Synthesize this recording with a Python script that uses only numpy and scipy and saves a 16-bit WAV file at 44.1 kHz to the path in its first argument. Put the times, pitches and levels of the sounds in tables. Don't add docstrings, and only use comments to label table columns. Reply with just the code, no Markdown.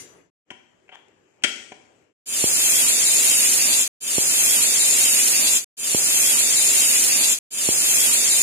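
import sys
import numpy as np
from scipy import signal
from scipy.fft import irfft
from scipy.io import wavfile
from scipy.ndimage import uniform_filter1d

SR = 44100
rng = np.random.default_rng(int(sys.argv[2]) if len(sys.argv) > 2 else 0)


def store_pcm(level_fs):
    pcm = np.round(np.clip(level_fs, -1, 1) * 32767).astype(np.int16)
    wavfile.write(sys.argv[1], SR, np.atleast_2d(pcm).T)


def voltage_ratio(level):
    return 10 ** (np.asarray(level, float) / 20)


N = 371322

# frequency_hz, left_right_db
AIR_BALANCE = [(60, 2.5), (400, 2), (1200, 2.5), (2600, 13), (4000, 7), (5500, 13.5), (7200, 22.5),
               (8500, 5), (9500, -13.5), (14000, -2.5)]


def evened(x):
    return x / np.sqrt(np.mean(x ** 2) + 1e-20)


def read(points, hz):
    f, value = np.transpose(points)
    return np.interp(np.log(hz + 1), np.log(f + 1), value)


def ports(balance, hz):
    ratio = voltage_ratio(read(balance, hz)) ** 2
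    return np.sqrt(2 * np.array([ratio, np.ones_like(ratio)]) / (1 + ratio))


def band(x, lo_hz, hi_hz):
    return signal.sosfilt(signal.butter(2, [lo_hz, hi_hz], "band", fs=SR, output="sos"), x)


def hiss(field_db, same, balance, size):
    hz = np.fft.rfftfreq(size, 1 / SR)
    a, b, c, d = rng.standard_normal(field_db.shape[::-1] + (4,)).T
    same = np.clip(same, -1, 1)[:, None]
    left = a + 1j * b
    early = np.exp(2j * np.pi * hz * 5 / SR)[:, None]
    right = same * left * early + np.sqrt(1 - same ** 2) * (c + 1j * d)
    z = np.array([left, right]) * voltage_ratio(field_db) * ports(balance, hz)[:, :, None]
    return signal.istft(z, nperseg=size, noverlap=size * 3 // 4)[1]


def kitchen(x, gap_s=0.0067):
    # frequency_hz, t60_s
    room_decay = [(200, 0.88), (1000, 0.64), (3000, 0.545), (8000, 0.71), (14000, .35)]
    echoes = np.zeros((2, SR))
    at = np.arange(200, SR - 20, 20) + rng.integers(0, 20, (2, (SR - 201) // 20))
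    np.put_along_axis(echoes, at, rng.choice([-1., 1.], at.shape), 1)
    hz, t, z = signal.stft(echoes, SR, nperseg=256)
    z *= voltage_ratio(-60 * t / read(room_decay, hz)[:, None]) * (1 - np.exp(-t / gap_s))
    tail = signal.istft(z, SR, nperseg=256)[1]
    return signal.fftconvolve(x, tail / np.linalg.norm(tail[0]), axes=1)[:, :x.shape[1]]


def thinned(x, shares, depth_db=-50, edge_hz=15480):
    mid_side = np.array([x[0] + x[1], x[0] - x[1]]) / 2
    hz, t, z = signal.stft(mid_side, SR, "cosine", nperseg=2048, noverlap=1536)
    luck = rng.standard_normal((len(t) // 2 + 1, len(hz) // 10 + 1, 2))
    luck = uniform_filter1d(luck, size=2, axis=0)
    rank = np.array([v.ravel().argsort().argsort().reshape(v.shape) / v.size for v in luck.T])
    rank = rank.repeat(10, axis=1).repeat(2, axis=2)[:, :len(hz), :len(t)]
    share = read(shares, hz)[:, None]
    power = uniform_filter1d(abs(z) ** 2, size=24, axis=1)
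    around = np.sqrt(uniform_filter1d(power, size=5, axis=2))
    emptied = (share + .03 * (hz[:, None] > 2500)) * [[[1.3]], [[1.15]]]
    kept = (rank > emptied) & (abs(z) > 1.9 * np.sqrt(share) * around)
    gain = np.where(kept, voltage_ratio(18.2 * share), voltage_ratio(depth_db))
    gain = gain / (1 + (hz[:, None] / edge_hz) ** 900)
    mid, side = signal.istft(z * gain, SR, "cosine", nperseg=2048, noverlap=1536)[1]
    return np.array([mid + side, mid - side])[:, :x.shape[1]]


def ring(modes, t, stretch, spread=.012):
    hz, db, t60 = np.transpose(modes)[:, :, None]
    shift, phase = rng.uniform(-0.93, 1, (2, len(modes), 1))
    decay = voltage_ratio(db - 60 * t / (t60 * stretch))
    wave = np.sin(2 * np.pi * hz * (1 + spread * shift) * t + np.pi * phase)
    return (decay * wave).sum(0)


def pot(t):
    # pitch_hz, level_db, t60_s
    pot_modes = [(2080, -49.5, 0.22), (2830, -56, 0.34), (4850, -53, .25), (5960, -50, .3),
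                 (6040, -41.5, 0.23), (6870, -48, 0.38), (7400, -47, 0.4), (7640, -59, 0.45),
                 (8720, -64, .25), (9400, -50, 0.18)]
    wash = band(rng.standard_normal((2, len(t))), 1500, 11000) * voltage_ratio(-46.5 - 60 * t / 0.44)
    wash = wash - band(wash, 4250, 4750) - band(wash, 8000, 8700)
    left = ring(pot_modes, t, 1, spread=0.0018)
    right = 0.29 * ring(pot_modes, t, 0.54, spread=0.0017)
    modes = np.array([left, right])
    return modes + voltage_ratio(-10) * kitchen(modes) + wash


def room_air(n):
    # frequency_hz, level_db_per_hz
    air_colour = [(30, -35.5), (90, -5.5), (200, -11), (400, -2), (620, -9.5), (730, -12), (1000, -15.5),
                  (3100, -18), (3700, -30), (5500, -28.5), (7200, -22.5), (8100, -28), (8600, -39.5),
                  (12500, -43), (15600, -70)]
    # frequency_hz, likeness
    air_same = [(60, 0.55), (240, 0.74), (950, -0.13), (3770, 0.07), (15000, -0.06)]
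    hz = np.fft.rfftfreq(1024, 1 / SR)
    patches = uniform_filter1d(rng.standard_normal((400, len(hz))).T, size=9, axis=0)
    patches = evened(uniform_filter1d(patches, size=12, axis=1))
    field_db = read(air_colour, hz)[:, None] + 1.9 * patches
    return evened(hiss(field_db, read(air_same, hz), AIR_BALANCE, size=1024)[:, :n])


def contact(t, db, treble_db, low_db, thud_db):
    # pitch_hz, level_db, t60_s
    lid = [(397, -8, 0.046), (589, -5.5, 0.036), (761, -1, 0.035), (970, -6.5, .06), (1415, -6, 0.077),
           (1635, -6.5, 0.045), (2020, -11, 0.055), (2290, -1, 0.058), (2516, -0.5, 0.067),
           (2785, -2, 0.076), (3110, 4, 0.05)]
    stretch = max(1.18 + 0.02 * (db + 45), .2)
    crack = rng.standard_normal(len(t)) * np.exp(-(t / (0.0066 * stretch)) ** 2)
    modes = [(hz, mode_db + (low_db + 11.5) * (hz < 1100), min(t60, 0.028 + 14 / hz))
             for hz, mode_db, t60 in [*lid, *lid]]
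    body = 0.26 * ring(modes, t, stretch, spread=.035) * (1 - np.exp(-t / 0.00047))
    body = body + 1.2 * band(band(crack, 1700, 3300), 1200, 3400)
    tick = voltage_ratio(treble_db) * 1.98 * band(band(crack, 4400, 7800), 3500, 14000)
    push = np.sin(2 * np.pi * 300 * t) * t / 0.00085 * np.exp(-t / 0.0011)
    return voltage_ratio(db) * (body + tick + voltage_ratio(thud_db) * 3.18 * push)


def rub(t):
    # start_s, end_s, body_db, treble_db
    slide = (.915, .958, -42, -58)
    start, end, body_db, treble_db = slide
    along = np.clip((t - start) / (end - start), 0, 1) * (t < end)
    roughness = evened(uniform_filter1d(rng.standard_normal(len(t)), size=60))
    grit = rng.standard_normal(len(t)) * voltage_ratio(1.8 * roughness)
    body = band(grit, 650, 1050) * 1.6 + band(grit, 1500, 2400)
    body = body + band(band(grit, 2900, 3400), 2900, 3400) * 2.8
    treble = evened(band(grit, 5200, 7200))
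    return np.sqrt(along) * voltage_ratio(body_db) * evened(body) + along ** 2 * voltage_ratio(treble_db) * treble


def weight():
    # start_s, peak_db, relative treble_db, lid_db
    taps = [
        (0.504, -28, -18, -14),
        (0.5124, -35.5, -16, 0),
        (1.0824, -59.5, -4, -11),
        (1.422, -45, -13.5, -12),
        (1.4367, -10, -9, -28),
        (1.4418, -16, -14, -18),
        (1.4455, -16, -14, -13),
        (1.719, -32, -20.5, -8.5),
    ]
    # start_s, peak_db
    slips = [(0.881, -52), (0.8912, -39.5), (0.9169, -44.5), (0.9245, -38.5), (0.9315, -43), (0.944, -46),
             (0.9523, -47.5), (0.969, -50.5), (0.98, -53.5)]
    # pitch_hz, level_db, t60_s
    stem = [(3047, -42, 0.16), (3064, -46.5, 0.32)]
    out = np.zeros(round(2.2 * SR))
    t = np.arange(16000) / SR
    # 1 dB under the lid level for taps, 12 dB under it for slips
    contacts = [(*row, row[-1] - 1) for row in taps]
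    contacts += [(s, db, -29, -8, -8 - 12) for s, db in slips]
    for s, db, treble_db, low_db, thud_db in contacts:
        part = out[round(s * SR):][:len(t)]
        part += contact(t, db, treble_db, low_db, thud_db)[:len(part)]
    out[round(taps[0][0] * SR):][:len(t)] += ring(stem, t, 0.53, spread=0)
    return band(out + rub(np.arange(len(out)) / SR), 85, 18000)


def shot_fades(t):
    # start_s, cut_s, gain_db, drift_db_per_s
    shots = [
        (-.1, 0.3, 8, -22.5),
        (.447, 2.129, -2, 3),
    ]
    rise_s, fall_s, end_gain = 0.045, 0.12, .13
    gain = np.zeros(len(t))
    for start, cut, db, drift_db in shots:
        rise = np.clip((t - start) / rise_s, 0, 1) ** 2
        fall = np.clip(end_gain + (cut - t) / fall_s, 0, 1) * (t < cut)
        gain += rise * fall * voltage_ratio(db + drift_db * (t - start))
    return gain


def quiet_shots():
    # frequency_hz, share of emptied bands
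    quiet_thin = [(3800, 0), (4500, .02), (5200, 0), (7900, .01), (8400, .36), (11000, .34), (15000, .4)]
    hits = weight()
    t = np.arange(len(hits)) / SR
    hz = np.fft.rfftfreq(1024, 1 / SR)
    colour = np.roll(irfft(ports(AIR_BALANCE, hz)), 32, axis=1)[:, :256]
    near = signal.oaconvolve(hits[None], colour, axes=1)[:, 32:32 + len(t)]
    near[1] = np.roll(near[1], -5)
    first = t < .4
    air_db = -64 + 2.0 + 5.5 * first
    far = voltage_ratio(-6.5) * kitchen(near) + voltage_ratio(air_db) * room_air(len(t)) + pot(t) * first
    return (near + thinned(far, quiet_thin)) * shot_fades(t)


def steam():
    # time_s, flow_db, opening_db (lifts upper hiss and roar)
    vent = [(2.3, 2, 0.5), (2.52, 1, -4.5), (2.62, -1, 2), (2.8, 0, 2), (2.97, 0, -1.5), (3.18, 1, -2),
            (3.26, 1, 0.5), (3.6, -1, 1.5), (3.77, 2, -3)]
    # frequency_hz, level_db_per_hz
    jet_colour = [(18, -69.5), (30, -44.5), (256, -15.5), (519, -17.5), (1230, -22.5), (1770, -18.5),
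                  (2630, -9), (3070, -12), (3790, -11.5), (4310, -12), (5600, -10.5), (7280, 0),
                  (8080, -5.5), (9210, -3), (15500, -19)]
    # frequency_hz, left_right_db
    jet_balance = [(60, -6), (250, -11.5), (600, -11), (1200, -8), (2400, 2.5), (4000, 0), (6000, 4.5),
                   (7300, 8), (8000, 0), (8600, -4.5), (9300, -13.5), (10500, -17), (12500, -1),
                   (15000, -7)]
    # frequency_hz, width_hz, level_db
    notches = [(5610, 30, -2.5), (6105, 37, -14), (8090, 550, -6), (11010, 240, -7.5), (13770, 100, 1)]
    # frequency_hz, share of emptied bands
    jet_thin = [(1500, 0), (2600, .05), (3150, .4), (3700, .28), (4250, .42), (4900, .28), (5750, .42),
                (6500, .06), (7400, .02), (8100, .2), (8700, .04), (9500, .03), (11000, .12), (13200, .16),
                (14200, .36), (15400, .36)]
    s, flow_db, open_db = np.transpose(vent)
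    hz = np.fft.rfftfreq(512, 1 / SR)[:, None]
    t = 2.2 + np.arange(620) * 128 / SR
    upper = 1 / (1 + (8300 / (hz + 1)) ** 12)
    roar = 1 / (1 + (hz / 4500) ** 6)
    patches = uniform_filter1d(rng.standard_normal((len(t), len(hz))).T, size=6, axis=0)
    patches = evened(uniform_filter1d(patches, size=14, axis=1))
    sputter = evened(uniform_filter1d(rng.standard_normal(len(t)), size=3))
    walls_db = sum(db / (1 + (2 * (hz - f) / w) ** 2) for f, w, db in notches)
    field_db = read(jet_colour, hz) + walls_db + (upper + 0.63 * roar) * np.interp(t, s, open_db)
    field_db = field_db + 1.52 * patches + 0.62 * sputter * (1 - roar)
    jet = evened(hiss(field_db, 0.37 + 0 * hz[:, 0], jet_balance, size=512))
    jet = evened(thinned(jet + voltage_ratio(-7.0) * kitchen(jet), jet_thin))
    t = 2.2 + np.arange(jet.shape[1]) / SR
    return t, jet * voltage_ratio(-16.5 + np.interp(t, s, flow_db))


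def pop(t):
    # peak_db, push_s, left_right_db
    droplet = (-8.5, 0.00067, -3.5)
    db, length, pan_db = droplet
    start_s = 2.4412 + np.array([[0], [.0003]])
    u = np.maximum(t - start_s, 0) / length
    push = np.sin(2.1 * u ** .75) * np.exp(-.7 * u) * (1 - np.exp(-u / .1))
    return voltage_ratio(db) * 1.77 * band(push, 35, 5000) * voltage_ratio([[pan_db], [0]])


def scene():
    # shift_samples, fade_in_s, fade_out_s, cut_s
    repeats = [
        (0, 2.257, 3.815, 3.878),
        (76800, 2.2625, 3.83, 3.9025),
        (154624, 2.262, 3.822, 3.882),
        (231424, 2.257, 3.82, 3.9),
    ]
    ducks_db = [-13.5, -24, -22, -23]
    rise_s, rise_bend, fall_s = 0.26, 0.85, 0.056
    out = np.zeros((2, N + 2 * SR))
    quiet = quiet_shots()
    out[:, :quiet.shape[1]] += quiet
    t, jet = steam()
    burst = pop(t)
    for (shift, begin, duck, cut), duck_db in zip(repeats, ducks_db):
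        rise = np.clip((t - begin) / rise_s, 0, 1) ** rise_bend
        ducked = 1 - np.exp(-np.maximum(t - duck, 0) / fall_s)
        fall = voltage_ratio(duck_db * ducked) * (t < cut)
        start = quiet.shape[1] + shift
        out[:, start:start + len(t)] += jet * rise * fall + burst
    return out[:, :N]


def roll_off(x):
    return signal.sosfilt(signal.butter(12, 15690, fs=SR, output="sos"), x)


def record(dry):
    cut = signal.sosfilt(signal.butter(2, 84, "high", fs=SR, output="sos"), dry)
    audible = uniform_filter1d(abs(dry).max(0), size=64) > 3e-6
    return roll_off(cut * audible)


dry = scene()
out = record(dry)
store_pcm(out)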